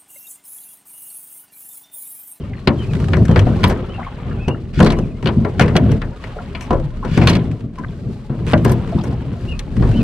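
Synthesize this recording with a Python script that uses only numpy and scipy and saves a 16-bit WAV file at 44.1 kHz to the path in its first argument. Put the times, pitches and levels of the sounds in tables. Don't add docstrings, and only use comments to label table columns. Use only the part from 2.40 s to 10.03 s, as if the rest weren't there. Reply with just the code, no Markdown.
import sys
import numpy as np
from scipy import signal
from scipy.fft import rfft, irfft, next_fast_len
from scipy.io import wavfile
from scipy.ndimage import uniform_filter1d, map_coordinates

SR = 44100
rng = np.random.default_rng(int(sys.argv[2]) if len(sys.argv) > 2 else 0)


def wrap_up_sound(samples):
    columns = np.atleast_2d(samples).T
    tamed = np.clip(columns, -1, 1)
    steps = np.round(tamed * 32767).astype(np.int16)
    wavfile.write(sys.argv[1], SR, steps)


N = 336483
TIME = np.arange(N) / SR
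AGE = np.arange(SR // 3) / SR

# start in seconds, relative levels of clack, wood and steel in dB,
# pitch of the contact in Hz, pitch of the wood in Hz, ring length as a multiple of the usual,
# side from 0 (left) to 1 (right).
KNOCKS = [(0.2730, -4.5, -4.5, -33.5, 4330, 400, 0.82, 0), (0.7329, -10.5, -12, -40, 1840, 450, 0.89, 0.19),
          (0.768, -23, -15, -36.5, 1770, 338, 0.33, 0.037),
          (0.852, -23.5, -54, -34, 1570, 362, 0.77, 0.035),
          (0.894, -37, -10.5, -47.5, 1810, 558, 1.1, 0.13),
          (0.9592, -8.5, -6.5, -36.5, 1680, 373, 0.88, 0.081),
          (0.9912, -14.5, -30, -30, 2860, 390, 0.58, 0), (1.067, -27, -11, -50.5, 1510, 667, 0.76, 0.06),
          (1.2325, -18, -19, -40, 1900, 1010, 0.7, 1), (1.239, -3.5, -7, -23, 3400, 970, 0.72, 0.72),
          (1.2973, -19.5, -10, -32, 1630, 370, 1.5, 0.11),
          (2.081, -19.5, -10.5, -32.5, 2820, 361, 0.83, 0.35),
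          (2.4021, -8.5, -1.5, -28, 1600, 339, 0.76, 0), (2.4274, -20, -10.5, -30, 4200, 405, 0.54, 0),
          (2.4454, -21, -8, -30.5, 4600, 420, 0.68, 0.074), (2.461, -12, -10, -30.5, 1470, 690, 1.16, 0.71),
          (2.4677, -12, -14.5, -34, 4220, 406, 0.81, 1), (2.5027, -14, -14.5, -33, 3800, 333, 0.81, 0.63),
          (2.5198, -17.5, -15.5, -33.5, 2220, 400, 0.96, 0.44),
          (2.587, -28, -17.5, -34.5, 3170, 364, 0.54, 0.66),
          (2.826, -26.5, -23, -45, 2400, 365, 0.56, 0.14), (2.8581, -12.5, -12, -38.5, 3150, 370, 0.58, 0),
          (2.871, -11.5, -15, -38, 3140, 380, 1, 0), (2.887, -21.5, -11.5, -52, 3620, 400, 0.83, 0),
          (3.048, -21.5, -10.5, -48, 2050, 400, 0.89, 0), (3.195, -4, -8, -23, 1510, 750, 0.79, 0.51),
          (3.209, -7, -5, -32.5, 2050, 458, 1.1, 0), (3.219, -18, -19, -30, 2610, 420, 1.2, 0),
          (3.2799, -18, -19, -41, 1800, 422, 1, 0.035), (3.354, -11.5, -6, -37.5, 1590, 675, 0.94, 0.7),
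          (3.3643, -7, -26, -20.5, 3250, 390, 0.74, 0.78), (3.5155, -23, -27.5, -33.5, 1800, 364, 0.83, 0),
          (3.6167, -19, -20, -45.5, 1550, 310, 0.83, 0), (3.839, -22, -29, -48, 2050, 460, 0.67, 0.046),
          (4.1491, -18.5, -28.5, -52, 2670, 1020, 1.15, 0.062), (4.2082, -25, -32, -35, 2570, 961, 1, 0),
          (4.221, -33, -50, -40, 2520, 961, 2.9, 0.064), (4.306, -20.5, -6, -41.5, 1320, 1060, 0.79, 0.035),
          (4.329, -28, -9, -43.5, 1400, 530, 1.04, 0), (4.648, -26, -15.5, -43.5, 1510, 390, 1.24, 0.04),
          (4.7751, -13, -8, -31, 1710, 322, 0.59, 0), (4.8141, -15, -11.5, -42, 2410, 348, 1.8, 0.28),
          (4.8721, -2, -9.5, -19.5, 3440, 380, 0.69, 0.81), (4.884, -10.5, -23, -26.5, 4230, 720, 2, 0.44),
          (4.896, -10.5, -16, -21, 3030, 390, 1, 1), (4.931, -18, -40, -40, 4200, 450, 0.89, 1),
          (4.952, -14, -18, -31.5, 3230, 327, 0.65, 1), (5.384, -32.5, -24, -45.5, 1690, 1040, 1.14, 0.58),
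          (5.8959, -39.5, -23.5, -66, 1570, 425, 1.75, 0), (6.133, -6.5, -2, -40, 1610, 636, 0.59, 1),
          (6.176, -26, -34, -41, 3000, 400, .9, 1), (6.2489, -14.5, -12.5, -28.5, 1600, 383, 0.41, 0.12),
          (6.258, -23, -7.5, -43, 1640, 395, 0.8, 0), (6.2812, -30, -17, -39.5, 1560, 402, 0.6, 1),
          (6.294, -24, -12, -32, 1560, 365, 0.81, 0.83), (6.319, -27, -36, -32, 1660, 490, 0.67, 0.95),
          (6.6365, -35, -21.5, -36.5, 2100, 373, 1.4, 0), (7.1915, -20, -38, -28, 3620, 412, 0.74, 0.51),
          (7.423, -25, -13.5, -62, 1740, 310, 0.92, 0)]
# frequency in Hz, relative level in dB, usual t60 in seconds.
SHAFT_MODES = [(1454, 7, 0.046), (1774, 2.5, 0.044), (2285, -3.5, 0.072), (2923, -2.5, 0.061),
               (3380, -9, 0.08), (4233, 3, 0.037), (4710, -8, 0.063), (5040, -22, 0.071)]


def amp(db):
    return np.exp(np.asarray(db) * np.log(10) / 20)


def unit(x):
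    return x / np.sqrt(np.mean(x ** 2) + 1e-20)


def crest(x, size=256):
    power = np.mean(np.atleast_2d(x) ** 2, axis=0)
    loudest = uniform_filter1d(power, size, mode="constant").max()
    return x / np.sqrt(loudest + 1e-20)


def along(points, hz):
    f, v = np.transpose(points)
    return np.interp(np.log(hz + 1), np.log(f), v)


def favoured(hz, middle_hz, octaves):
    return np.exp(-.5 * (np.log2((hz + 1) / middle_hz) / octaves) ** 2)


def filtered(x, response):
    n = x.shape[-1]
    m = next_fast_len(n + 8192)
    return irfft(rfft(x, m) * response(np.fft.rfftfreq(m, 1 / SR)), m)[..., :n]


def coloured(x, spectrum, size=2048):
    gain = amp(along(spectrum, np.fft.rfftfreq(size, 1 / SR)))
    cepstrum = irfft(np.log(gain))
    cepstrum[1:size // 2] *= 2
    cepstrum[size // 2 + 1:] = 0
    impulse = irfft(np.exp(rfft(cepstrum)))
    return signal.fftconvolve(x, impulse[None], axes=1)[:, :x.shape[1]]


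def spread(pair, width):
    side = filtered(pair[1], lambda hz: amp(along(width, hz)))
    return np.array([pair[0] + side, pair[0] - side])


def wobble(rate):
    knots = rng.standard_normal(int(N * rate / SR) + 4)
    return map_coordinates(knots, [TIME * rate], order=1)


def add(track, s, sound):
    i = max(round(s * SR), 0)
    n = max(min(sound.shape[-1], track.shape[-1] - i), 0)
    track[..., i:i + n] += sound[..., :n]


def ring(modes, scatter_db, detune, attack):
    hz, db, t60 = np.transpose(modes)[:, :, None]
    age = AGE[:max(int(1.3 * t60.max() * SR), 1024)]
    luck = rng.standard_normal((4, len(modes), 1))
    phase = 2 * np.pi * (hz * (1 + detune * luck[2]) * age + luck[3])
    waves = np.sin(phase) * amp(db - 60 * age / t60)
    strengths = amp(abs(scatter_db) * luck[:2, :, 0])
    signs = [np.ones(len(modes)), np.sign(luck[1, :, 0])]
    pair = strengths * signs @ waves
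    return crest(pair * (1 - np.exp(-age / attack)))


def grainy(spectrum, rate, grain):
    bursts = (rng.random(N) < rate / SR) * rng.standard_normal((2, N))
    return unit(coloured(rng.standard_normal((2, N)) + grain * unit(bursts), spectrum))


def bubble(hz, cycles, rise):
    u = AGE[:int(7 * cycles / hz * SR) + 2] * hz / cycles
    phase = 2 * np.pi * cycles * (u + rise * (u - 1 + np.exp(-u)))
    return np.sin(phase) * np.exp(-u) * (1 - np.exp(-6 * u))


def bird():
    # start in seconds, length in seconds, start, middle and end pitch in Hz, relative level in dB.
    slurs = [(0.005, 0.032, 3330, 3000, 2700, -43), (0.035, 0.038, 2670, 2760, 2650, -47),
             (0.062, 0.053, 2270, 2240, 2160, -46), (0.145, 0.081, 4220, 4180, 4140, -51),
             (0.382, 0.062, 3100, 3060, 3000, -30), (0.427, 0.035, 2690, 2450, 2150, -35),
             (0.487, 0.035, 2630, 2560, 2340, -34.5), (.885, 0.062, 3140, 3180, 2830, -34),
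             (1.49, 0.039, 2880, 3000, 3130, -32.5), (1.539, 0.026, 2580, 2770, 2600, -27.5),
             (1.897, 0.064, 2840, 2840, 2520, -41), (1.98, .07, 3400, 3310, 3050, -49),
             (1.991, 0.087, 2470, 2600, 2450, -32.5), (2.072, 0.068, 2690, 2770, 2870, -27),
             (2.557, 0.049, 2830, 2950, 3100, -38), (2.612, 0.047, 2900, 2510, 2290, -42),
             (2.696, 0.033, 2600, 2520, 2350, -46), (2.742, 0.053, 2090, 2150, 2270, -45),
             (7.075, 0.055, 2750, 2870, 2700, -25), (7.109, 0.05, 2720, 2550, 2600, -30),
             (7.526, 0.029, 2640, 2730, 2820, -29.5), (7.546, 0.059, 2940, 3034, 2880, -28),
             (7.593, 0.029, 2730, 2620, 2480, -28)]
    song, quaver = np.zeros(N), 1 + 0.018 * wobble(300)
    for s, length, start_hz, middle_hz, end_hz, db in slurs:
        u = np.linspace(0, 1, int(length * SR))
        glide = np.polyfit([0, .5, 1], [start_hz, middle_hz, end_hz], 2)
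        hz = np.polyval(glide, u) * np.interp(s + length * u, TIME, quaver)
        envelope = np.abs(np.sin(np.pi * u)) ** 0.47
        add(song, s, amp(db - 6.5) * envelope * np.sin(2 * np.pi * np.cumsum(hz) / SR))
    echo = rng.standard_normal((2, len(AGE))) * amp(-60 * AGE / 0.11)
    echo /= np.linalg.norm(echo[0])
    out = amp(-5) * signal.fftconvolve(song[None], echo, axes=1)[:, :N]
    out[0] += song
    return out


def bubble_cloud(count, middle_hz, limits_hz, size_db, largest, tilt, cycles, rise):
    out = np.zeros((2, N))
    starts = rng.random(count) * N / SR
    for s, (pitch, size, side) in zip(starts, rng.standard_normal((count, 3))):
        hz = np.clip(middle_hz * np.exp(.5 * pitch), *limits_hz)
        gain = amp(size_db * min(size, largest)) * (middle_hz / hz) ** tilt
        add(out, s, gain * np.array([[1], [side]]) * bubble(hz, cycles, rise))
    return unit(out)


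def burble():
    return bubble_cloud(1500, middle_hz=1300, limits_hz=(400, 4500), size_db=4.6, largest=2,
                        tilt=1.17, cycles=12.0, rise=0.012)


def trickle():
    return bubble_cloud(900, middle_hz=2600, limits_hz=(1200, 5000), size_db=3, largest=1.0,
                        tilt=0.36, cycles=2.7, rise=0.054)


def swells(rows, rise_db_per_s, fall_db_per_s, sag_db_per_s=0):
    power = np.zeros(N)
    for start, end, db in rows:
        rising = rise_db_per_s * np.maximum(start - TIME, 0)
        sagging = sag_db_per_s * np.clip(TIME - start, 0, end - start)
        falling = fall_db_per_s * np.maximum(TIME - end, 0)
        power += amp(db - rising - sagging - falling) ** 2
    return power


def flow():
    # start and end in seconds,
    # relative levels of hull, wash and spray in dB.
    swings = [(-0, 0.095, -27, -48, -78), (0.368, 0.523, -22.5, -40, -52), (0.554, 0.828, -17, -40, -50),
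              (0.943, 1.286, -14.5, -34, -49.5), (2.456, 2.587, -17.5, -42.5, -57.5),
              (2.901, 3.21, -22, -42.5, -56), (3.282, 3.546, -15.5, -35, -54.5),
              (4.79, 4.99, -14.5, -34, -60), (5.05, 5.16, -27.5, -59, -64.5),
              (5.226, 5.445, -31.5, -72, -74), (5.492, 5.795, -29, -57, -59), (6.07, 6.32, -19, -39, -52.5),
              (6.392, 6.706, -23.5, -39.5, -53), (7.018, 7.088, -25, -45, -50.5),
              (7.41, 7.642, -18.5, -37.5, -49)]
    swing_slopes = [(221, 115.5), (111, 103.5), (110, 104)]
    # catch and finish in seconds,
    # relative levels of hull, wash and spray in dB.
    pulls = [(1.25, 1.995, -32.5, -36, -59), (3.837, 4.46, -35.5, -38.5, -53.5),
             (6.404, 7.128, -35.5, -40, -65.5)]
    # start and end in seconds, relative level in dB.
    rocks = [(0.45, 1.33, -27), (1.82, 2.1, -29.5), (2.39, 2.48, -20), (2.6, 2.7, -28), (3.22, 3.6, -25.5),
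             (4.35, 4.39, -18.5), (4.55, 5.0, -25.5), (6.05, 6.7, -32), (7.07, 7.12, -20.5),
             (7.37, 7.45, -15), (7.45, 7.63, -27.5)]
    # middle in seconds, half width to 1/e in seconds, depth in dB.
    middle_s, width_s, lull_db = (5.295, 0.061, -7.5)

    start, end, *levels = np.transpose(swings)
    swing = np.array([swells(zip(start, end, db), rise, fall)
                      for db, (rise, fall) in zip(levels, swing_slopes)])
    catch, finish, *levels = np.transpose(pulls)
    pull = np.array([swells(zip(catch, finish, db), rise_db_per_s=54, fall_db_per_s=45.5, sag_db_per_s=7)
                     for db in levels])
    rock = swells(rocks, rise_db_per_s=183, fall_db_per_s=71)
    glide = amp([[-31], [-47.5], [-59], [-35.5]]) ** 2
    drumming, washing, spraying, heaving = np.sqrt(glide + np.vstack([swing + pull, rock]))
    lull = amp(lull_db * np.exp(-((TIME - middle_s) / width_s) ** 2))
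    return drumming, washing * lull, spraying * lull, heaving


def water():
    # frequency in Hz, relative level in dB.
    rumble_spectrum = [(40, -25.5), (62, -3.5), (85, -1), (100, 2), (118, 0.5), (135, 0), (170, -2),
                       (215, -4.5), (270, -8.5), (310, -15.5), (380, -13), (520, -23), (680, -26.5),
                       (1200, -58.5), (3000, -120)]
    sway_spectrum = [(12, -8), (25, -10), (36, 19), (48, 6.5), (65, 9.5), (110, -30.5), (400, -120)]
    wash_spectrum = [(300, -29.5), (520, 12.5), (800, 2), (1100, 6.5), (1800, -1), (3000, -2.5),
                     (4200, -13.5), (6000, -73.5), (10000, -89.5)]
    spray_spectrum = [(2800, 3.5), (4200, 9), (6000, 1.5), (8700, -2), (9800, -9), (12500, -14.5),
                      (15500, -29)]
    drumming, washing, spraying, heaving = flow()
    rumble = unit(coloured(rng.standard_normal((2, N)), rumble_spectrum))
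    rumble *= drumming * amp(0.6 + 3.64 * wobble(16))
    heave = unit(filtered(rng.standard_normal((2, N)), lambda hz: amp(along(sway_spectrum, hz))))
    heave *= heaving * amp(-1.5)
    lapping = wobble(40)
    hiss = amp(-4.5 + 2.2 * lapping) * grainy(wash_spectrum, rate=140, grain=0.5)
    wash = washing * (hiss + amp(-3.0) * burble())
    spray = spraying * amp(-2.0 + 1.1 * lapping + 2.0 * wobble(90))
    spray = spray * grainy(spray_spectrum, rate=240, grain=0.3)
    return rumble + heave + wash + spray + washing * amp(-16.5) * trickle()


def plops(count=9, follow_s=0.016):
    # start in seconds, pitch in Hz, relative level in dB,
    # relative level of the followers in dB.
    pockets = [(0.133, 2040, -29, -29), (1.582, 768, -18.5, -28), (1.592, 980, -22, -19.5),
               (1.624, 1550, -31, -23), (1.665, 1065, -17.5, -23.5), (1.908, 1214, -37, -25),
               (2.145, 1350, -24, -31), (3.961, 600, -24, -24), (3.987, 1360, -19, -30),
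               (3.995, 705, -22.5, -29), (4.628, 1035, -15.5, -20), (5.379, 1056, -25, -41),
               (5.436, 1415, -26, -22), (5.484, 3340, -33, -39), (6.523, 665, -13.5, -24.5),
               (6.576, 956, -22.5, -21.5), (6.588, 3550, -26, -27), (6.722, 757, -24, -24)]
    out = np.zeros((2, N))
    for s, hz, db, follower_db in pockets:
        add(out[0], s, amp(db - 2.5) * bubble(hz, cycles=8.5, rise=0.025))
        for late, pitch, side in rng.standard_normal((count, 3)):
            follower = bubble(hz * np.exp(0.36 * np.tanh(pitch)), cycles=4.2, rise=0.015)
            add(out, s + follow_s * abs(late), amp(follower_db - 5.5) * np.array([[1], [side]]) * follower)
    return out


def hull(favour_db=8, boom_db=6):
    # start in seconds, relative level in dB, most favoured frequency in Hz.
    thuds = [(0.275, -3.5, 340), (0.892, 4.5, 174), (0.925, -4.5, 134), (1.062, 0, 76), (2.076, -3, 166),
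             (2.372, 0.5, 121.5), (2.398, 0, 197), (2.84, -3.5, 155), (2.969, 0.5, 187), (3.196, 0.5, 191),
             (3.351, -1, 164), (4.304, -4, 185), (4.35, -12, 83), (4.715, -2, 134), (4.775, 5, 140),
             (4.811, -4.5, 176), (5.23, -12, 243), (5.395, -12.5, 212), (5.901, -7.5, 167),
             (6.134, -0.5, 173), (6.241, 0, 120), (6.315, -1, 107), (6.547, 1, 155), (7.375, 1.5, 118),
             (7.402, 0.5, 106)]
    # mode frequency in Hz, relative level in dB, t60 in seconds.
    panel_modes = [(63.6, -1, 0.19), (86.9, 0.5, 0.24), (119, -4, 0.49), (138.7, 2.5, 0.17), (168, -1, 0.3),
                   (216.2, -0.5, 0.37), (242.2, -2.5, 0.24), (280.8, -6, 0.3), (329.3, -7.5, 0.44),
                   (369.6, -7, 0.18)]
    out = np.zeros((2, N))
    hz, level, t60 = np.transpose(panel_modes)
    for s, db, middle_hz in thuds:
        modes = np.transpose([hz, level + favour_db * favoured(hz, middle_hz, octaves=0.42), t60])
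        add(out, s, amp(db - 9.0) * ring(modes, scatter_db=3.0, detune=0.02, attack=0.0016))
    for s, _, wood_db, *_ in KNOCKS:
        boom = ring(panel_modes, scatter_db=1.0, detune=0.029, attack=0.004)
        add(out, s, amp(wood_db + boom_db - 11.0) * boom)
    return out


def groans(waver=0.028):
    # start in seconds, length in seconds, pitch in Hz before wavering, relative level in dB.
    hums = [(0.665, 0.09, 92.5, -14.5), (0.785, 0.075, 116.7, -13), (0.953, 0.1, 100, -5.5),
            (4.405, 0.086, 144.4, -19.5), (7.44, 0.075, 123, -13.5), (7.572, 0.065, 230.4, -13.5)]
    out, bend = np.zeros((2, N)), 1 + waver * wobble(40)
    for s, length, hz, db in hums:
        span = slice(int(s * SR), int((s + length) * SR))
        hum = np.sin(2 * np.pi * np.cumsum(hz * bend[span]) / SR)
        add(out[0], s, amp(db + 0.5) * hum * signal.windows.tukey(len(hum), .5))
    return out


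def creak(slip_hz=180, uneven=0.15):
    # time in seconds, relative level in dB.
    contour = [(6.0667, -32.5), (6.09, -32.5), (6.128, -29.5)]
    # frequency in Hz, relative level in dB.
    slip_spectrum = [(400, -37), (1000, 10), (2600, 5.5), (5000, -7), (9000, -13), (13000, -31)]
    s, db = np.transpose(contour)
    gaps = np.exp(uneven * rng.standard_normal(40)) / slip_hz
    times = s[0] + np.cumsum(gaps) - gaps[0]
    out = np.zeros((2, N))
    for at, noise in zip(times, rng.standard_normal((len(times), 2, 512))):
        if at < s[-1]:
            slip = noise * np.exp(-AGE[:noise.shape[1]] / 0.0026)
            add(out, at, amp(np.interp(at, s, db)) * slip)
    return amp(8.0) * coloured(out, slip_spectrum)


def scrapes(favour_db=6, sing_db=5.0):
    # start in seconds, length in seconds, relative level in dB at start and at end, band in Hz.
    slides = [(0.967, 0.02, -28, -25.5, 2000), (1.227, 0.11, -23, -34, 2030),
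              (2.327, 0.07, -40.5, -24, 2400), (2.414, 0.13, -21, -40, 4200),
              (3.176, 0.096, -34, -31, 2560), (4.661, 0.125, -40, -22, 2600),
              (4.775, 0.21, -27.5, -27.5, 2390), (6.243, 0.098, -30, -30, 1590),
              (7.475, 0.23, -59, -31, 4000)]
    # frequency in Hz, relative level in dB.
    grit_spectrum = [(600, -69), (1400, 10.5), (2400, 3.5), (3000, 2.5), (3500, 2.5), (4300, -1.5),
                     (5500, -4.5), (7200, -11), (8700, -12.5), (9800, -26), (12000, -23), (15500, -54.5)]
    out = np.zeros((2, N))
    grit = amp(3.0 * wobble(260)) * grainy(grit_spectrum, rate=720, grain=0.27)

    def sing(hz):
        return sum(favoured(hz, mode_hz, octaves=0.03) for mode_hz, *_ in SHAFT_MODES)

    for s, length, start_db, end_db, band_hz in slides:
        slide = grit[:, int(s * SR):int((s + length) * SR)]
        slide = unit(filtered(slide, lambda hz: amp(
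            favour_db * favoured(hz, band_hz, octaves=0.14) + sing_db * sing(hz))))
        size = slide.shape[1]
        fade = amp(np.linspace(start_db, end_db, size) - 7.5)
        add(out, s, slide * fade * signal.windows.tukey(size, .15))
    return out


def pins():
    # start in seconds, relative level in dB.
    catches = [(0.5345, -30.5), (0.551, -30.5), (0.568, -35.5), (0.601, -33.5), (0.642, -30.5),
               (0.684, -29), (0.8827, -29), (0.9128, -27), (2.392, -23), (2.8428, -36), (4.399, -39),
               (4.443, -42), (4.505, -46.5), (4.57, -42), (5.0623, -45), (5.1145, -37.5), (5.207, -42.5),
               (5.357, -43.5), (6.475, -36), (6.492, -36.5), (7.367, -32.5), (7.4906, -34), (7.515, -33),
               (7.541, -41)]
    # frequency in Hz, relative level in dB.
    pin_spectrum = [(400, -40.5), (900, 9.5), (1700, 4.5), (2900, -1.5), (4300, -7), (6000, -13),
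                    (8700, -17), (12000, -33), (15500, -42.5)]
    out = np.zeros((2, N))
    for (s, db), noise in zip(catches, rng.standard_normal((len(catches), 2, 2048))):
        decay = amp(-60 * AGE[:noise.shape[1]] / 0.04)
        add(out, s, amp(db - 2.5) * crest(coloured(noise * decay, pin_spectrum)))
    return out


def oarlocks():
    # start in seconds, relative levels of the low and the high ring in dB.
    free_rings = [(1.24, -11.5, -29.5), (1.279, -20, -27.5), (2.403, -25, -46), (2.568, -25, -47),
                  (4.87, -20, -26), (6.246, -20.5, -22), (6.316, -24, -23.5)]
    # frequency in Hz, relative level in dB, t60 in seconds.
    low_modes = [(1000, -14.5, 0.092), (1051, 13.5, 0.095), (1120, -6.5, 0.12), (1430, -23, 0.11),
                 (2853, -32, .08), (3370, -21.5, 0.091), (4000, -13, 0.059)]
    high_modes = [(4970, -7, 0.038), (6560, -12, .05), (7760, -13.5, 0.054), (8450, -5, 0.046),
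                  (9000, -17, 0.057), (8670, -3, 0.039), (10900, -7.5, 0.05), (11200, -18, 0.04),
                  (11700, -6, 0.058), (12000, -7.5, 0.037), (12440, -23, .06), (12700, -14, .06)]
    out = np.zeros((2, N))
    for s, low_db, high_db in free_rings:
        add(out, s, amp(low_db - 4.5) * ring(low_modes, scatter_db=7.5, detune=0.024, attack=0.0012))
        add(out, s, amp(high_db - 13.5) * ring(high_modes, scatter_db=4, detune=0.0033, attack=0.0014))
    return out


def from_lock(blow, side):
    # frequency in Hz, gain of the side signal in dB.
    lock_width = [(300, -21.5), (700, -8), (2000, -7.5), (4200, -6.5), (8000, -3)]
    share = np.clip(side, 0, 1)
    pan_db = np.interp(share, [0, 1], [5.5, 0.2])
    lag_s = np.interp(share, [0, 1], [0.00001, 0.000062])
    channels = np.array([[1], [-1]])

    def placing(hz):
        shade = along([(400, 0.45), (1800, 1.0), (4500, 0.79), (9000, 0.4)], hz)
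        return amp(channels * pan_db / 2 * shade) * np.exp(-1j * np.pi * hz * lag_s * channels)

    return filtered(spread(blow, lock_width), placing)


def knocks(favour_db=8, contact_db=8, glint_db=-9.5):
    # frequency in Hz, relative level in dB.
    wood_spectrum = [(150, -58), (280, -16), (360, 2), (480, 2.5), (660, 0), (800, -3), (990, -2.5),
                     (1300, -12), (1650, -15), (2600, -40), (7000, -97.5)]
    clack_spectrum = [(500, -59), (1000, 2), (1500, 2), (1800, 5.5), (2300, 7), (3100, 5), (3600, 1),
                      (4250, 1.5), (5000, -3.5), (6000, -36), (8000, -39.5), (13000, -99.5)]
    tick_spectrum = [(2000, -105), (4300, -24), (5600, 12.5), (7400, 0.5), (7800, 2), (8100, -3.5),
                     (8800, 4.5), (9500, -16), (11000, -24.5), (15000, -57)]
    glint_spectrum = [(5000, -73.5), (9000, -0.5), (10400, -1.5), (10900, -9.5), (11300, -1), (11650, -5),
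                      (12500, -3), (13500, -9), (15500, -21)]
    # frequency in Hz, usual t60 in seconds.
    damping = [(300, 0.39), (700, 0.26), (1500, 0.17), (3000, 0.072), (5000, 0.046), (12000, 0.062)]
    # mode frequency in Hz, relative level in dB, usual t60 in seconds.
    bending_modes = [(385, -1, .11), (496, 1, 0.11), (574, -2.5, .08), (723, 1.5, 0.089), (995, -4, 0.18),
                     (1140, -13.5, 0.079), (1328, -7.5, .12)]

    out = np.zeros((2, N))
    bands, t, z = signal.stft(rng.standard_normal((len(KNOCKS), 2, SR // 4)), SR, nperseg=128)
    lengths = np.array([length for *_, length, side in KNOCKS])
    t60 = along(damping, bands)[:, None] * lengths[:, None, None, None]
    tails = signal.istft(z * amp(-60 * t / t60), SR, nperseg=128)[1]
    age = np.arange(tails.shape[-1]) / SR
    crack = (1 - np.exp(-age / 0.00045)) * (1 + 0.35 * np.exp(-age / 0.00059))
    swell = 1 - np.exp(-age / 0.0003)
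    hz = np.geomspace(100, SR / 2, 300)
    mode_hz, mode_db, mode_t60 = np.transpose(SHAFT_MODES)
    bend_hz, bend_db, bend_t60 = np.transpose(bending_modes)
    for (s, clack_db, wood_db, steel_db, contact_hz, wood_hz, length, side), tail in zip(KNOCKS, tails):
        tone = np.transpose([hz, along(wood_spectrum, hz) + favour_db * favoured(hz, wood_hz, octaves=0.12)])
        blow = amp(wood_db - 9.5) * crest(coloured(tail * swell, tone))
        contact = contact_db * favoured(hz, contact_hz, octaves=0.25)
        colour = np.transpose([hz, along(clack_spectrum, hz) + contact])
        blow += amp(clack_db - 11.5) * crest(coloured(tail * crack, colour))
        blow += amp(steel_db - 7.5) * crest(coloured(tail * crack, tick_spectrum))
        blow += amp(steel_db + glint_db - 10.0) * crest(coloured(tail * crack, glint_spectrum))
        struck_db = mode_db + 12 * favoured(mode_hz, contact_hz, octaves=0.53)
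        modes = np.transpose([mode_hz, struck_db, mode_t60 * length])
        add(blow, 0, amp(clack_db - 15) * ring(modes, scatter_db=3, detune=0.005, attack=0.0003))
        bent_db = bend_db + 11 * favoured(bend_hz, wood_hz, octaves=0.22)
        bending = np.transpose([bend_hz, bent_db, bend_t60 * length])
        add(blow, 0, amp(wood_db - 11.5) * ring(bending, scatter_db=2, detune=0.015, attack=0.0008))
        add(out, s, from_lock(blow, side))
    return out


def scene():
    # frequency in Hz, gain of the side signal in dB.
    width = [(40, -12), (180, -20.5), (350, -15), (700, -7.5), (1500, -7), (3000, -4), (6000, -4.5),
             (10000, 1.5)]
    left_lag_s = 0.00003
    background = bird() + water() + plops()
    boat = hull() + groans() + creak() + scrapes() + pins() + oarlocks()
    pair = spread(background + boat, width) * amp([[.6], [-.6]])
    signs = np.array([[-1], [1]])
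    return knocks() + filtered(pair, lambda hz: np.exp(1j * np.pi * hz * left_lag_s * signs))


def record(dry, top_hz=15900):
    clipped = np.clip(dry, -1, 1)
    return filtered(clipped, lambda hz: hz < top_hz)


dry = scene()
out = record(dry)
wrap_up_sound(out)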